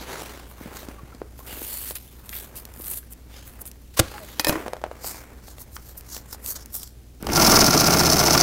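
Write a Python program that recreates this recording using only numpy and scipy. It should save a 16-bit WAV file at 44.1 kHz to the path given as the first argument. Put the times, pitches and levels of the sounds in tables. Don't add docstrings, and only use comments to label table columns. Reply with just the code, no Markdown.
import sys
import numpy as np
from scipy import signal
from scipy.fft import rfft, irfft, next_fast_len
from scipy.io import wavfile
from scipy.ndimage import uniform_filter1d

SR = 44100
rng = np.random.default_rng(int(sys.argv[2]) if len(sys.argv) > 2 else 0)


def magnitude_from_level(level_db):
    exponent = np.asarray(level_db, float) / 20
    return 10 ** exponent


def inscribe(sig):
    pcm = np.round(np.clip(np.atleast_2d(sig).T, -1, 1) * 32767)
    wavfile.write(sys.argv[1], SR, pcm.astype(np.int16))


N = 371322

# (frequency [Hz], relative density [dB])
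ROOM_SPECTRUM = [(15, -13), (35, -6), (85, -5), (158, -14), (229, -11.5), (1100, -36.5), (3090, -36.5),
                 (15100, -41)]
ROOM_DB = -49.5
# (frequency [Hz], rms level [dB])
HUM_PARTIALS = [(59.8, -47), (121, -60), (239, -72), (302, -70.5)]

# (peak time [s], rise [s], fall [s], sizzle level [dB], scrape level [dB])
RUBS = [(.01, .05, 0.35, -90, -44.5), (.135, 0.11, 0.45, -64, -39.5), (.491, .03, 0.08, -50.5, -59),
        (.614, 0.08, 0.2, -55, -50.5), (.771, 0.085, 0.2, -49, -44.5), (1.385, .03, 0.11, -51, -54.5),
        (1.466, 0.0036, 1, -41.5, -44), (1.7, 0.28, 0.28, -31.5, -44), (1.886, 0.2, 0.076, -31.5, -40),
        (1.958, 0.0091, 0.034, -30.5, -36), (2.262, 0.013, 0.012, -44, -50), (2.37, 0.12, 0.15, -35, -43),
        (2.562, 0.013, 0.075, -34.5, -45), (2.92, 0.2, 0.13, -32, -47), (2.983, 0.079, 0.026, -31.5, -45.5),
        (3.125, 0.031, 0.019, -40, -55), (3.357, 0.09, 0.24, -70, -46.5), (3.472, 0.058, 0.19, -50.5, -58),
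        (3.618, 0.029, 0.014, -35, -72), (3.669, 0.018, 0.039, -37.5, -54), (4.04, 0.036, 0.43, -68, -44),
        (4.315, 0.63, 0.17, -53, -48.5), (4.407, 0.012, 0.02, -31, -35), (4.485, 0.023, 0.035, -22.5, -39),
        (4.49, 0.46, 0.21, -74, -44), (5.064, 0.072, 0.19, -39, -35), (5.498, 0.11, 0.085, -51, -48),
        (5.62, 0.063, 0.03, -42, -47.5), (5.759, 0.065, 0.03, -43, -49), (5.9, 0.22, 0.072, -50.5, -52),
        (5.979, 0.014, 0.029, -37.5, -49), (6.15, 0.1, 0.085, -42, -37), (6.344, 0.094, 0.021, -43, -41.5),
        (6.503, 0.087, 0.055, -29.5, -36), (6.563, 0.022, 0.022, -41, -34), (6.63, 0.14, 0.015, -58, -46.5),
        (6.755, 0.042, 0.069, -30, -39), (6.82, 0.14, 0.12, -47, -42.5)]
# (peak time [s], rise [s], fall [s], level [dB])
SLIDES = [(.12, 0.39, 0.58, -38), (.649, 0.14, 0.9, -43), (1.49, 0.1, 0.56, -44), (2.365, 0.39, 1, -50.5),
          (2.863, 1.5, 0.31, -53), (3.62, 0.88, 0.23, -52.5), (4.051, 0.071, 0.72, -44),
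          (4.505, 0.12, 0.28, -30), (5.098, .7, 0.75, -47.5), (6.55, 2.15, 0.4, -52.5)]
# (peak time [s], rise [s], fall [s], level [dB], band centre [Hz])
DRAGS = [(1.5, 0.032, .15, -45.5, 2860), (1.74, 0.11, 0.2, -47.5, 4450), (5.15, 0.24, 0.22, -54, 2270)]
# (start time [s], length [s], start frequency [Hz], end frequency [Hz], level [dB])
SQUEAKS = [(.97, 0.047, 1197, 1080, -43.5), (1.121, 0.017, 1400, 1290, -44),
           (1.397, 0.024, 1060, 1070, -44), (3.968, 0.015, 1095, 1030, -32), (4.131, 0.052, 853, 824, -36),
           (4.184, 0.081, 694, 566, -41)]
# (frequency [Hz], relative density [dB])
SIZZLE_SPECTRUM = [(3530, -92), (6300, -14), (8000, -4.5), (14200, 4.5), (16500, -7)]
SCRAPE_SPECTRUM = [(1500, -4.5), (2500, -2.5), (2950, -1), (3600, -1.5), (4450, -2), (5300, -5.5),
                   (6500, -4.5), (9000, -9)]
STRIP_SPECTRUM = [(1500, -4), (2500, -14.5), (3500, -7), (4300, 0), (5500, 2.5), (7000, 2), (9500, -6.5),
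                  (12000, -7.5)]
SLIDE_SPECTRUM = [(80, -31), (140, -5.5), (420, 0.5), (700, -3.5), (1500, -6.5), (2200, -10.5), (4000, -25)]
# (sizzle [dB], scrape [dB], strip [dB], slide [dB])
RESTLESS_DB = (-70, -70, -69.5, -70.5)
STRIP_S = 4.9
EDGE_DB, BEND = 25.5, 1.346

# (time [s], peak level [dB], knock frequency [Hz], snap over knock [dB])
SNAPS = [(0.611, -27, 230, -20), (0.659, -25.5, 203, -15), (0.769, -29, 1370, 2.5), (0.83, -30.5, 372, -5),
         (0.886, -25.5, 253, -7), (1.033, -29.5, 109, -30), (1.148, -33, 213, -6),
         (1.2173, -18.5, 390, -39), (1.392, -34, 550, -19), (1.574, -29, 345, -17), (1.618, -26, 328, -5),
         (1.909, -26, 467, 2.5), (2.329, -25, 2270, -12), (2.8, -29, 320, -20), (2.884, -40, 1500, -4),
         (3.03, -42, 1500, -18), (4.022, -31, 740, -12), (4.14, -30, 1190, -10), (4.181, -25, 1190, -12),
         (4.663, -19, 590, -22), (4.681, -18, 550, -9.5), (4.7339, -14, 580, -10), (4.767, -27, 700, -12),
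         (4.816, -29, 520, -10), (4.8395, -11.5, 670, -19), (4.864, -23, 540, -18),
         (4.914, -21.5, 576, -16), (5.045, -23.5, 640, -9), (5.146, -30.5, 830, -6), (5.482, -34, 686, 0),
         (5.583, -33.5, 574, -0.5), (5.766, -24.5, 1224, 0), (6.166, -31.5, 550, 8), (6.347, -31, 730, -14),
         (7.227, -22, 198, -29), (7.2692, -15, 743, -1.5), (7.233, -28, 1190, -22), (7.3, -20, 2300, -7)]
# (time [s], peak level [dB])
TICKS = [(1.955, -14), (2.2928, -17), (2.4, -19.5), (2.557, -26.5), (2.568, -30), (2.577, -27),
         (2.584, -31), (2.6529, -21.5), (2.7388, -27), (2.774, -31), (2.811, -30), (2.843, -23),
         (2.869, -25), (2.936, -18), (2.9775, -28), (3.1338, -25.5), (3.616, -29), (3.6547, -25),
         (3.676, -27), (3.715, -27), (5.973, -36), (6.009, -27), (6.4616, -12), (6.659, -24),
         (6.832, -17.5), (6.875, -29), (7.226, -21.5), (7.253, -30)]

# (time [s], level [dB])
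SHEAR = [(3.94, -44), (3.962, -60), (3.972, -28.5), (3.993, -25), (3.999, -36), (4.01, -54)]
# (time [s], crack peak [dB], blade ring peak [dB], wood ring peak [dB])
SCISSORS = [(3.9932, 0, -35, -33), (3.9969, -1, -36, -11.5), (4.3961, -4.5, -14, -18.5),
            (4.4463, -8, -17, -37), (4.4689, -7.5, -13, -12), (4.4845, -20, -15, -21),
            (4.4942, -6.5, -22, -7.5), (4.526, -19, -23, -17), (4.555, -37, -34, -18.5)]
# (frequency [Hz], relative level [dB], 60 dB decay time [s])
STEEL_MODES = [(1810, 5, 0.068), (2500, -0.5, 0.092), (4040, 2.5, 0.044), (5100, 6, 0.027),
               (6940, -15, 0.026)]
WOOD_MODES = [(321, 15.5, 0.15), (454, 12, 0.027), (580, 13, 0.047), (680, 16, 0.014), (920, 10, 0.01),
              (1000, 15.5, 0.037), (1410, 6, 0.014)]
# (time [s], peak level [dB], frequency [Hz], 60 dB decay time [s])
THUMP = (3.9985, -9, 100, 0.055)

# (time [s], rate [stitches per s])
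SPEED = [(7.2, 2.16), (7.3, 7.74), (7.4, 19.45), (7.55, 22.1), (7.7, 14.4), (7.85, 15.3), (8.0, 15.8),
         (8.2, 14.3), (8.42, 14.3)]
TURN_S = 7.3
# (time [s], effort re full load [dB])
EFFORT = [(7.191, -40), (7.251, -36), (7.297, -18), (7.316, -7), (7.351, -1.5), (7.431, 2.5), (7.548, 2.5),
          (7.9, 0.5), (8.42, 1.5)]
# (share of turn [1], hook and gears [dB], bed [dB], table [dB])
BLOWS = [(.17, -10, -5, -2), (.305, 0, -2, -3), (.53, -6, -7, -10), (.65, 0, -2, -4), (.77, 0, -4, -4),
         (.91, -7, 2, 2)]
# (frequency [Hz], width [Hz], relative level [dB])
HOOK_MODES = [(4200, 1360, -6), (5500, 660, 6), (5610, 140, -3), (6040, 340, 0.5)]
GEAR_MODES = [(8540, 200, 3.5), (11300, 7300, 0.9), (15700, 770, 1.4)]
BED_MODES = [(634, 71, 1.5), (727, 78, 6.5), (830, 440, -1.5), (1180, 54, 2), (1370, 68, 1),
             (2214, 114, -2.5), (2310, 380, -9)]
TABLE_MODES = [(24, 8.6, -9), (80, 27, -3), (120, 21, -2), (171.5, 40, -1.5), (219, 27, 1.5), (282, 49, 1),
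               (345, 29, 3.5), (420, 56, -1.5)]
# (multiple of shaft rate [1], relative level [dB])
SHAKE = [(1, 4), (5, -3), (9, -3.5), (10, -5.5), (11, -1.5)]
# (level at full load [dB], effort followed [dB per dB], speed [dB per doubling])
PARTS = [(-21, 1, -2.5), (-28.5, 0.37, 6), (-22, 0.49, 1), (-22, 0.22, 0.5)]

# (frequency [Hz], gain [dB])
BAND_LIMIT = [(15760, 0), (15920, -20), (16700, -37)]
# (frequency [Hz], side re mid [dB])
SIDE_SPECTRUM = [(60, -41), (240, -57), (950, -42.5), (3770, -41), (15000, -37)]


def evened(x):
    return x / np.sqrt(np.mean(x ** 2) + 1e-20)


def peaked(x):
    return x / abs(x).max()


def coloured(x, points):
    size = next_fast_len(len(x))
    hz, db = np.transpose(points)
    bin_hz = np.fft.rfftfreq(size, 1 / SR)
    gain = magnitude_from_level(np.interp(np.log(bin_hz + 1), np.log(hz + 1), db))
    return irfft(rfft(x, size) * gain, size)[:len(x)]


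def resonate(x, hz, width_hz):
    return signal.lfilter(*signal.iirpeak(hz, hz / width_hz, SR), x)


def ring(modes, detune):
    t = np.arange(SR // 4) / SR
    out = np.zeros(len(t))
    for hz, db, t60 in modes:
        decay = magnitude_from_level(db + 2.6 * rng.standard_normal() - 60 * t / t60)
        blow_hz = hz * (1 + detune * rng.standard_normal())
        out += decay * np.sin(2 * np.pi * blow_hz * t)
    return out


def burst(t60):
    t = np.arange(SR // 8) / SR
    return rng.standard_normal(len(t)) * magnitude_from_level(-60 * t / max(t60, 1e-3))


def grains(size, per_s, spread_db):
    sizes = magnitude_from_level(spread_db * np.minimum(rng.exponential(1, size), 4)) * rng.standard_normal(size)
    return evened(sizes * (rng.random(size) < per_s / SR))


def add(mix, s, sound):
    part = mix[round(s * SR):][:len(sound)]
    part += sound[:len(part)]


def workshop(waver_db=.7):
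    t = np.arange(N) / SR
    drift = rng.standard_normal((len(HUM_PARTIALS), N))
    waver = evened(uniform_filter1d(uniform_filter1d(drift, 2000), 2000))
    hum = np.zeros(N)
    for (hz, db), w in zip(HUM_PARTIALS, waver):
        hum += np.sqrt(2) * magnitude_from_level(db + waver_db * w) * np.sin(2 * np.pi * hz * t + 0.32 * w)
    air = coloured(rng.standard_normal(N), ROOM_SPECTRUM)
    return hum + magnitude_from_level(ROOM_DB) * evened(air)


def walls(x, t60=0.21, dull_hz=2500):
    t = np.arange(SR // 2) / SR
    tail = rng.standard_normal(len(t)) * magnitude_from_level(-60 * t / t60) * (t > .008)
    tail = signal.lfilter(*signal.butter(1, dull_hz, fs=SR), tail)
    return signal.oaconvolve(x, tail / np.linalg.norm(tail))[:N]


def strokes(rows, rest_db):
    t = np.arange(0, N + 64, 64) / SR
    power = magnitude_from_level(rest_db) ** 2 * (t < SPEED[0][0])
    for peak, rise, fall, db in rows:
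        away = np.where(t < peak, (peak - t) / rise, (t - peak) / fall)
        power = power + magnitude_from_level(db - EDGE_DB * np.minimum(away, 10) ** BEND) ** 2
    return np.interp(np.arange(N) / SR, t, np.sqrt(power))


def patchy(x, db):
    z = signal.stft(x, nperseg=256)[2]
    field = uniform_filter1d(rng.standard_normal(z.shape), size=5, axis=0)
    field = uniform_filter1d(field, size=24, axis=1)
    return signal.istft(z * magnitude_from_level(db * evened(field)), nperseg=256)[1][:len(x)]


def drags(slips, width_hz=600):
    out = np.zeros(N)
    for *stroke, hz in DRAGS:
        friction = slips + rng.standard_normal(N)
        song = resonate(resonate(friction, hz, width_hz), hz, width_hz)
        out += strokes([stroke], -120) * evened(song)
    return out


def squeaks(rough=0.42):
    out = np.zeros(N)
    for start, length, hz, end_hz, db in SQUEAKS:
        arch = np.hanning(round(length * SR))
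        arch *= 1 + rough * evened(uniform_filter1d(rng.standard_normal(len(arch)), size=50))
        phase = 2 * np.pi * np.cumsum(np.linspace(hz, end_hz, len(arch))) / SR
        add(out, start, magnitude_from_level(db) * arch * np.sin(phase))
    return out


def fabric():
    rubs = np.array(RUBS)
    sizzles = rubs[:, :-1]
    scrapes = np.delete(rubs, -2, axis=1)
    cloth = scrapes[scrapes[:, 0] < STRIP_S]
    strip = scrapes[scrapes[:, 0] > STRIP_S]
    clumps = uniform_filter1d(rng.standard_normal(N), size=220)
    clumps = evened(uniform_filter1d(clumps, size=60))
    slips = grains(N, per_s=2500, spread_db=2.4)
    # strokes, spectrum, flicker [dB], grains over hiss [1], drift of colour [dB]
    registers = ((sizzles, SIZZLE_SPECTRUM, 2.6, .8, 2.5),
                 (cloth, SCRAPE_SPECTRUM, 2.2, .4, 2.5),
                 (strip, STRIP_SPECTRUM, 2.4, .5, 2.5),
                 (SLIDES, SLIDE_SPECTRUM, 2.6, .4, 1.2))
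    out = drags(slips) + squeaks()
    for (rows, spectrum, flicker_db, share, drift_db), rest_db in zip(registers, RESTLESS_DB):
        rub = coloured(rng.standard_normal(N) + share * slips, spectrum)
        rub *= magnitude_from_level(flicker_db * clumps)
        out += strokes(rows, rest_db) * evened(patchy(rub, drift_db))
    return out


def snaps(sharpness=2.24, knock_t60=0.07, edge=5):
    out = np.zeros(N)
    snappy = signal.butter(1, (1800, 7000), "band", fs=SR)
    for s, db, hz, snap_db in SNAPS:
        dull, bright = burst(knock_t60), burst(.012)
        dull[:round(SR / hz / 8)] -= edge
        knock = peaked(resonate(uniform_filter1d(dull, size=5), hz, hz / sharpness))
        snap = peaked(signal.lfilter(*snappy, bright))
        add(out, s, magnitude_from_level(db) * (knock + magnitude_from_level(snap_db) * snap))
    return out


def ticks():
    out = np.zeros(N)
    crisp = signal.butter(1, 4500, "high", fs=SR)
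    for s, db in TICKS:
        tick = burst(.01)
        tick[0] = 2
        add(out, s, magnitude_from_level(db) * peaked(signal.lfilter(*crisp, tick)))
    return out


def scissors(crack_t60=0.021):
    t = np.arange(N) / SR
    fibres = grains(N, per_s=12000, spread_db=2)
    hiss = evened(coloured(fibres, [(60, -20), (300, 6.0), (1800, 10.0), (16000, 6.5)]))
    out = magnitude_from_level(np.interp(t, *np.transpose(SHEAR), left=-120, right=-120)) * hiss
    for s, db, steel_db, wood_db in SCISSORS:
        crack = coloured(burst(crack_t60), [(60, -45), (500, -3.5), (2000, -5), (6000, -6.5), (16000, -14.0)])
        contact = burst(0.068 * crack_t60)[:SR // 50]
        steel = signal.fftconvolve(ring(STEEL_MODES, detune=0.0069), contact)
        wood = signal.fftconvolve(ring(WOOD_MODES, detune=0.035), burst(0.016))
        add(out, s, magnitude_from_level(db) * peaked(crack))
        add(out, s, magnitude_from_level(steel_db) * peaked(steel))
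        add(out, s, magnitude_from_level(wood_db) * peaked(wood))
    s, db, hz, t60 = THUMP
    add(out, s, magnitude_from_level(db) * peaked(ring([(hz, 0, t60)], detune=0)))
    return out


def blows(turns, k, scatter_db=2):
    knocks = np.zeros(len(turns))
    for share, hook_db, bed_db, table_db in BLOWS:
        at = np.flatnonzero(np.diff(np.floor(turns - share)))
        db = (hook_db, hook_db, bed_db, table_db)[k]
        knocks[at] = magnitude_from_level(db + scatter_db * rng.standard_normal(len(at)))
    return knocks


def machine():
    t = np.arange(round(SPEED[0][0] * SR), N) / SR
    speed = np.interp(t, *np.transpose(SPEED))
    turns = np.cumsum(speed) / SR
    turns -= np.interp(TURN_S, t, turns)
    effort_db = np.interp(t, *np.transpose(EFFORT))
    # modes, time to the rattle's peak [s], steady chatter [1], clean knock [1], broad skirt [1]
    bodies = ((HOOK_MODES, .002, .15, .3, .04),
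              (GEAR_MODES, .0024, .65, .08, .05),
              (BED_MODES, .0035, .45, .6, .15),
              (TABLE_MODES, .007, .35, .75, .1))
    out = np.zeros(N)
    for k, (modes, rattle_s, chatter, clean, skirt) in enumerate(bodies):
        knocks = blows(turns, k)
        lag = np.arange(SR // 20) / SR / rattle_s
        shaking = chatter + signal.oaconvolve(knocks, np.e * lag * np.exp(-lag))[:len(t)]
        loose = grains(len(t), per_s=14000, spread_db=1.8)
        drive = evened(shaking * loose) + clean * evened(knocks)
        if modes is TABLE_MODES:
            drive += .16 * sum(magnitude_from_level(db) * np.cos(2 * np.pi * m * turns + m * m) for m, db in SHAKE)
        part = np.zeros(len(t))
        for i, (hz, width_hz, db) in enumerate(modes):
            part += (-1) ** i * magnitude_from_level(db) * resonate(drive, hz, width_hz)
        skirt_hz = modes[2][0]
        part = evened(part) + skirt * evened(resonate(drive, skirt_hz, skirt_hz))
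        full_db, effort_share, doubling_db = PARTS[k]
        level_db = full_db + effort_share * effort_db + doubling_db * np.log2(speed / speed[-1])
        out[-len(t):] += magnitude_from_level(level_db) * evened(part)
    return out


def scene():
    hits = snaps() + ticks() + scissors()
    mix = workshop() + fabric() + hits + magnitude_from_level(-22.0) * walls(hits) + machine()
    return np.array([mix, mix])


def band_limit(x):
    return signal.sosfilt(signal.butter(12, 16700, fs=SR, output="sos"), x)


def record(dry, side_noise_db=-72):
    smear = burst(0.005)[:512]
    smeared = signal.oaconvolve(dry[0], smear / np.linalg.norm(smear))[:N]
    side = coloured(smeared, SIDE_SPECTRUM)
    side_noise = coloured(rng.standard_normal(N), [(40, -42), (400, 8.5), (2000, 2.5)])
    side += magnitude_from_level(side_noise_db) * evened(side_noise)
    channels = [coloured(x, BAND_LIMIT) for x in dry + [side, -side]]
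    return band_limit(np.clip(channels, -1, 1))


dry = scene()
out = record(dry)
inscribe(out)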